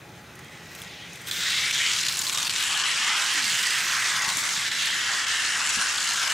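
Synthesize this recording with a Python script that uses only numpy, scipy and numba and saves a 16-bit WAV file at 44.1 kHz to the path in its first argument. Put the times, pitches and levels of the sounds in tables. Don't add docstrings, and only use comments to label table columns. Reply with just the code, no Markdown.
import sys
import numpy as np
from scipy import signal
from scipy.io import wavfile
from scipy.ndimage import uniform_filter1d
from numba import njit

SR = 44100
rng = np.random.default_rng(int(sys.argv[2]) if len(sys.argv) > 2 else 0)


def undo_db(level):
    steps = np.asarray(level, float) / 20
    return 10 ** steps


def master(y):
    cut = np.clip(np.atleast_2d(y).T, -1, 1)
    pcm = np.round(cut * 32767)
    wavfile.write(sys.argv[1], SR, pcm.astype(np.int16))


N = 279153


def curve(table):
    s, *columns = np.transpose(table)
    return [np.interp(np.arange(N) / SR, s, c) for c in columns]


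def unit(x):
    return x / np.sqrt(np.mean(x ** 2))


@njit
def bandpass(x, hz, width_hz):
    y, band, low = np.empty(len(x)), 0., 0.
    for i in range(len(x)):
        g = np.tan(np.pi * hz[i] / SR)
        damping = width_hz[i] / hz[i]
        v = (band + g * (x[i] - low)) / (1 + g * (g + damping))
        band = 2 * v - band
        low = low + 2 * g * v
        y[i] = damping * v
    return y


def ring(x, hz, width_hz):
    hz = np.clip(hz + np.zeros(N), 20, .45 * SR)
    width_hz = width_hz / np.sinc(2 * hz / SR)
    return bandpass(bandpass(x, hz, width_hz), hz, width_hz)


def ringing_noise(hz, width_hz):
    return unit(ring(rng.standard_normal(N), hz, width_hz))


def bump(hz, centre_hz, octaves):
    return np.exp(-(np.log2(hz / centre_hz) / octaves) ** 2)


def colour_db(hz, table):
    hz_at, db_at = np.transpose(table)
    return np.interp(np.log(hz), np.log(hz_at), db_at) + 10 * np.log10(hz)


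def walk(rate_hz):
    hold = int(SR / rate_hz)
    steps = np.repeat(rng.standard_normal(N // 20 + 1), hold)[:N]
    return unit(uniform_filter1d(steps, hold))


def grit(rate_hz, spread_db, smear_s):
    size_db = spread_db * np.minimum(rng.exponential(size=N), 4)
    hit = (rng.random(N) < rate_hz / SR) * undo_db(size_db)
    puff = signal.lfilter([1], [1, -np.exp(-1 / (smear_s * SR))], hit ** 2)
    return puff / puff.mean()


def strikes(times_s, db, decay_s):
    spikes = np.zeros(N)
    np.add.at(spikes, (np.asarray(times_s) * SR).astype(int), undo_db(db))
    return signal.lfilter([1], [1, -np.exp(-1 / (decay_s * SR))], spikes)


# time in seconds, hum in
# dB, deep rumble over it in dB.
FAN_LEVEL = [(0, -49, -8), (1.7, -51, -6.5), (2.5, -51, -8), (3.2, -57, -10.5), (3.6, -54.5, -12),
             (4.5, -50.5, -12), (5.2, -56.5, -2.5), (6.33, -57.5, -1)]
# frequency in Hz, level in dB per Hz.
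FAN_COLOUR = [(15, -62), (25, -36), (43, -36.5), (129, -4.5), (228, -8.5), (452, -9.5), (605, -10.5),
              (838, -11), (882, -15.5), (1500, -12.5), (1950, -55), (3300, -120)]


def hum():
    level_db, deep_db = curve(FAN_LEVEL)
    drone_db = -56.5 - level_db
    rumble = 0
    for hz in 28 * 2 ** np.arange(0, 7, 1 / 3):
        db = colour_db(hz, FAN_COLOUR) + 0.32 * walk(7.5)
        db += (hz < 110) * (deep_db + 14.5) + (hz > 215) * (drone_db + 0.5)
        mid, side = ringing_noise(hz, hz / 3), ringing_noise(hz, hz / 3)
        side_share = min(0.0068 + hz / 4000, 1)
        rumble = rumble + undo_db(db) * (mid + side_share * side * np.array([[1], [-1]]))
    blades = undo_db(-15) * ringing_noise(836.5, 33.0) + undo_db(-18.5) * ringing_noise(374.3, 21.0)
    return undo_db(level_db + 4.5) * (unit(rumble) + blades)


# time in seconds, peak in dB, pitch in Hz.
SUPPORT_KNOCKS = [
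    (3.349, -38, 342),
    (4.279, -35.5, 197),
    (4.37, -35, 289),
    (4.577, -38, 166),
    (5.772, -33, 231),
    (5.787, -34, 201),
]
# time in seconds, pitch in Hz, level in dB.
SUPPORT_GROAN = [
    (3.3, 322, -68),
    (3.36, 294, -48),
    (3.42, 267, -53),
    (3.5, 185, -50.5),
    (3.56, 140, -49),
    (3.62, 120, -77),
]


def supports():
    t, out = np.arange(N) / SR, np.zeros(N)
    for s, db, hz in SUPPORT_KNOCKS:
        since_s = np.maximum(t - s, 0)
        out += undo_db(db) * np.sin(2 * np.pi * hz * since_s) * np.exp(-since_s / 0.0092)
    hz, db = curve(SUPPORT_GROAN)
    return out + undo_db(db) * ringing_noise(hz, 46.0)


def reflections(x, count=4):
    t, out = np.arange(4000) / SR, 0
    for turn in rng.random(count):
        tail = rng.standard_normal(len(t)) * np.exp(-t / 0.014)
        fading = np.cos(3.46 * walk(3.7) + 2 * np.pi * turn)
        out = out + signal.fftconvolve(x * fading, unit(tail))[:N]
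    return out * np.sqrt(2 / count / len(t))


# landing in seconds, time in the air in ms, depth in dB,
# click in dB, ring in Hz.
WHEEL_HOPS = [(1.312, 7, -12, -14, 3700), (1.745, 10, -0.5, -16, 3320), (1.728, 14, -6.5, -30, 3350),
              (2.084, 6.2, -4, -15, 6600), (2.172, 7.2, -3.8, -28, 3400), (2.217, 9.6, 1, -18, 3480),
              (2.268, 14, -3, -27, 6410), (2.297, 11, -3, -17, 3340), (2.236, 6, -5, -23, 4950),
              (2.324, 17, -3.5, -21, 3310), (2.348, 9.7, -4, -16, 5600), (2.376, 10.5, -10.5, -17, 5570),
              (2.417, 9.9, -4, -30, 3160), (2.448, 7, -4, -29, 3320), (2.497, 14, -8, -33, 3520),
              (2.526, 7.7, -5, -30, 3500), (2.838, 7.9, -3.6, -35, 3300), (2.956, 15, -1.5, -32, 3300),
              (4.211, 15, -1.5, -37, 3500), (4.716, 30, -5, -26, 3730), (5.268, 16, -5.6, -28, 5400),
              (6.114, 5.6, 1, -32, 3300), (6.291, 7.9, -2.1, -32, 3300)]


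def contact():
    t, bumpy_db, touchdown_s = np.arange(N) / SR, 1.17, .002
    db = bumpy_db * (0.21 * walk(25) + 0.49 * walk(90))
    for s, air_ms, depth_db, _, _ in WHEEL_HOPS:
        u = (t - s + touchdown_s) / (air_ms / 1000)
        lifted = 2.0 * np.exp(-(np.minimum(u + .5, 0) / 0.45) ** 2)
        landed = -.3 * np.exp(-np.maximum(u, 0) * air_ms / 8)
        db += depth_db * np.where(u < 0, lifted, landed)
    return db


# time in seconds, peak in dB, brightness in dB, ring in Hz.
JOINT_TICKS = [(0.3541, -43, -6, 6210), (0.391, -30.5, -17, 2100), (0.7495, -30, -9, 3470),
               (0.818, -28, -9, 3300), (0.445, -37, -15, 2100), (1.1318, -40, -3, 6350),
               (1.1563, -34, -10, 3470), (1.2151, -35, -7, 3050), (1.2713, -25.5, -12, 3670),
               (1.3623, -28, -19, 3660), (1.4072, -26, -24, 3880), (1.5025, -15, -24, 3950),
               (1.71, -13, -27, 2960), (2.1904, -16, -14, 6900), (2.4273, -19, -18, 6200),
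               (2.451, -26, -27, 4820), (2.5067, -31, -22, 3070), (2.625, -13.5, -37, 2960),
               (2.774, -15, -41, 4240), (3.3358, -25, -4, 2640), (3.4979, -22, -29, 4290),
               (3.7998, -21, -22, 2830), (4.3703, -16, -11, 6470), (4.3894, -21, -8, 6640),
               (4.7336, -31, -17, 3700), (4.8565, -16, -20, 4230), (5.2829, -19, -25, 5450),
               (5.6915, -15, -29, 6500), (5.7289, -26, -22, 2680), (6.1335, -21, -18, 7260)]


def ticks():
    landings = [(s, db, -30, hz) for s, _, _, db, hz in WHEEL_HOPS]
    s, db, bright_db, hz = np.transpose(sorted(list(map(tuple, JOINT_TICKS)) + landings))
    noise = rng.standard_normal((2, N))
    body = (strikes(s, db - 15, 0.006) + strikes(s, db - 5, 0.0018)) * noise[0]
    metal = strikes(s, db + bright_db + 0.5, 0.0068) * noise[1]
    latest = np.clip(np.searchsorted(s * SR, np.arange(N)) - 1, 0, None)
    tone = 3.4 * ring(body, hz[latest], 1200.0)
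    return tone + 0.85 * ring(body, 5600.0, 8300.0) + 1.6 * ring(metal, 9400.0, 7100.0)


def chatter(level_db, touch_db):
    hit = rng.random(N) < 300 / SR
    latest = np.maximum.accumulate(hit * np.arange(N))
    pitch_hz = rng.uniform(2600, 7200, N)[latest]
    size_db = 2.4 * np.minimum(rng.exponential(size=N), 3)
    knock = hit * rng.choice([-1, 1], N) * undo_db(size_db) * 4000 / pitch_hz
    rung = ring(ring(knock, pitch_hz, .4 * pitch_hz), 4500., 6000.)
    return undo_db(level_db - 11 + 2.5 * touch_db) * unit(rung)


# pitch in Hz, width in Hz, level in dB.
RAMP_RINGS = [(1970, 220, -58.5), (2480, 320, -58.5), (3840, 960, -58.5), (6240, 330, -64.5),
              (9250, 490, -68), (12400, 600, -77), (14300, 600, -77)]


def ramp(level_db, touch_db, impacts):
    ramp_db = .5 * (np.minimum(level_db, -40) + 50.0) + touch_db
    out = np.zeros(N)
    for hz, width_hz, db in RAMP_RINGS:
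        drive = np.sqrt(0.68 + 0.36 * impacts) * rng.standard_normal(N)
        out += undo_db(ramp_db + db + 1.3 * walk(7.2)) * unit(ring(drive, hz, width_hz))
    return out


# time in seconds, level in dB, load on the hollow lane in dB, rattle of the small metal
# parts in dB, lane ring in Hz, wall ring in Hz.
ROLLING = [(0, -57.5, 5, -7, 1900, 3200), (.68, -49, 2, -2, 1980, 3100), (.81, -44.5, 3, 2, 2010, 3200),
           (.95, -46.5, -3.5, -11.5, 1970, 3120), (1.255, -45, 2.5, 0.5, 1970, 3260),
           (1.28, -33, -2.5, 1, 1800, 3570), (1.46, -25, -3, -2.6, 1920, 3680),
           (1.88, -24, -3.5, -1.5, 2050, 3100), (2.22, -28, -3.5, 6.5, 1830, 3430),
           (2.6, -25.5, -6, 1, 1730, 3050), (3.1, -24.5, -2.9, -1.5, 1910, 3100),
           (3.48, -24.5, -2, 0.5, 1880, 3080), (4.08, -25.5, 2.5, -0.5, 1910, 3330),
           (4.4, -27.5, 1.5, 2, 2040, 3770), (4.72, -26.5, -1, -1, 1880, 3480),
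           (5.3, -26, 1, -1.5, 1800, 3120), (5.75, -26, -0.8, 2, 1730, 2840),
           (6.33, -25.5, 0.5, 2, 1730, 3100)]
# time in seconds, lane left minus right in dB, reflected share in dB,
# depth of the cancelled band in dB, open view of the axle tips in dB.
CAR_PLACE = [(0, .6, -10, -6, 3), (.65, 0, -12.5, 3, 15), (1.3, 1.2, -14, -5, 12),
             (1.75, 1.4, -17.5, -3, 4), (2.2, .6, -13, -4.5, -8), (2.9, 2.4, -11, 0.5, -8),
             (3.3, -3, -13, -4, -2), (3.95, -2.5, -15, -1.2, 4), (4.3, 1.8, -10.5, -13, -2),
             (4.67, -0.8, -9.5, -8, -1), (5.3, 0.5, -9.5, -9, -2.5), (5.7, 1, -9.5, -8.5, -19),
             (6.33, 1.9, -9.5, -9, -6)]
# time in seconds, length in seconds, gain in dB.
FREE_SPANS = [(2.416, 0.23, 10.5), (2.736, 0.3, 14), (3.126, 0.48, 11.5), (3.396, 0.15, 4.5),
              (4.253, .12, 5.5), (5.138, 0.23, 6.5), (5.6, 0.18, 7), (5.814, 0.16, 6.5), (6.294, 0.17, 6)]
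# frequency in Hz, level in dB per Hz.
ROLLING_COLOUR = [(290, -61), (500, -27.5), (827, -10.5), (1010, -4), (1290, -2), (1540, 1), (1930, -4),
                  (2430, 2), (3110, -5.5), (4990, -5), (7470, -5), (12400, -23), (15600, -28.5)]
# radiating pitch in Hz, then gain in dB per dB of load and of rattle.
PART_PITCH_HZ = [900, 1800, 3400, 6400, 10500, 14000]
PART_DB_PER_LOAD_DB = [1.85, 1, -0.48, 0.49, 0.044, -0.21]
PART_DB_PER_RATTLE_DB = [0.64, -0.35, -0.48, -0.16, 0.61, 2.4]
CANCEL_HZ = 2435


def cars():
    t = np.arange(N) / SR
    level_db, load_db, rattle_db, lane_hz, wall_hz = curve(ROLLING)
    cancel_db, view_db = curve(CAR_PLACE)[2:]
    parts_db = np.outer(PART_DB_PER_LOAD_DB, load_db) + np.outer(PART_DB_PER_RATTLE_DB, rattle_db)
    parts_db[0] -= 3.0
    for s, long_s, db in FREE_SPANS:
        parts_db[0] += db * np.exp(-((t - s) / (long_s / 2)) ** 2)
    parts_db[-1] += view_db
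    in_bend = np.exp(-((t - 2.19) / 0.24) ** 4)
    loose = np.clip(0.32 + 0.1 * rattle_db + 0.13 * in_bend, 0, 1)
    clear = np.clip(1.5 - 1.5 * loose, 0, 2)
    touch_db, impacts = contact(), grit(450, 3.1, 0.00073)
    voices, power = np.zeros((2, N)), 0
    for hz in 480 * 2 ** np.arange(0, 5.05, 1 / 8):
        place = np.interp(np.log(hz), np.log(PART_PITCH_HZ), np.arange(len(PART_PITCH_HZ)))
        db = colour_db(hz, ROLLING_COLOUR)
        power += undo_db(db) ** 2 * (1000 < hz < 9000)
        db = db + sum(max(1 - abs(place - k), 0) * part for k, part in enumerate(parts_db))
        db += clear * (6.5 * bump(hz, lane_hz, .17) + 6 * bump(hz, wall_hz, .17))
        db += cancel_db * bump(hz, CANCEL_HZ, 0.098)
        db += 1.82 * walk(14) + (0.47 + 0.015 * place) * touch_db
        share = np.clip(loose * (0.23 + 0.39 * place), 0, 1)
        felt = 1.13 * impacts + 1.2 * np.roll(impacts, rng.integers(N))
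        drive = np.sqrt(1 - share + share * felt) * rng.standard_normal(N)
        voices[int(hz > 2450)] += undo_db(db) * unit(ring(drive, hz, 0.14 * hz))
    voices *= undo_db(level_db - 2.0) / np.sqrt(power)
    voices[1] += chatter(level_db + 4 * in_bend, touch_db)
    voices[1] += ramp(level_db, touch_db, impacts)
    return voices


def scene():
    low, high = cars()
    high = high + ticks()
    pan_db, wet_db, cancel_db, _ = curve(CAR_PLACE)
    ports = np.array([[1], [-1]])
    near = low * undo_db(ports * pan_db / 2) + high * undo_db(ports * 0.47 * pan_db / 2)
    echoes = reflections(low + high)
    opposed = undo_db(-10.5 - 1.16 * cancel_db) * ring(echoes, 1.04 * CANCEL_HZ, 1400.0)
    wide = ring(echoes, 4760.0, 7800.0) + opposed
    central = undo_db(-12.0) * reflections(low + high)
    return near + undo_db(wet_db) * ports * wide + central + supports() + hum()


def band_limit(x):
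    return signal.sosfilt(signal.butter(12, 15710, fs=SR, output="sos"), x)


def record(dry):
    hiss = undo_db(-60) * rng.standard_normal(N)
    heard = np.tanh(2.545 * (dry + hiss)) / 2.473
    top_cut = signal.ellip(8, .2, 60, 15700, fs=SR, output="sos")
    mix = signal.sosfilt(top_cut, heard)
    return band_limit(mix)


dry = scene()
out = record(dry)
master(out)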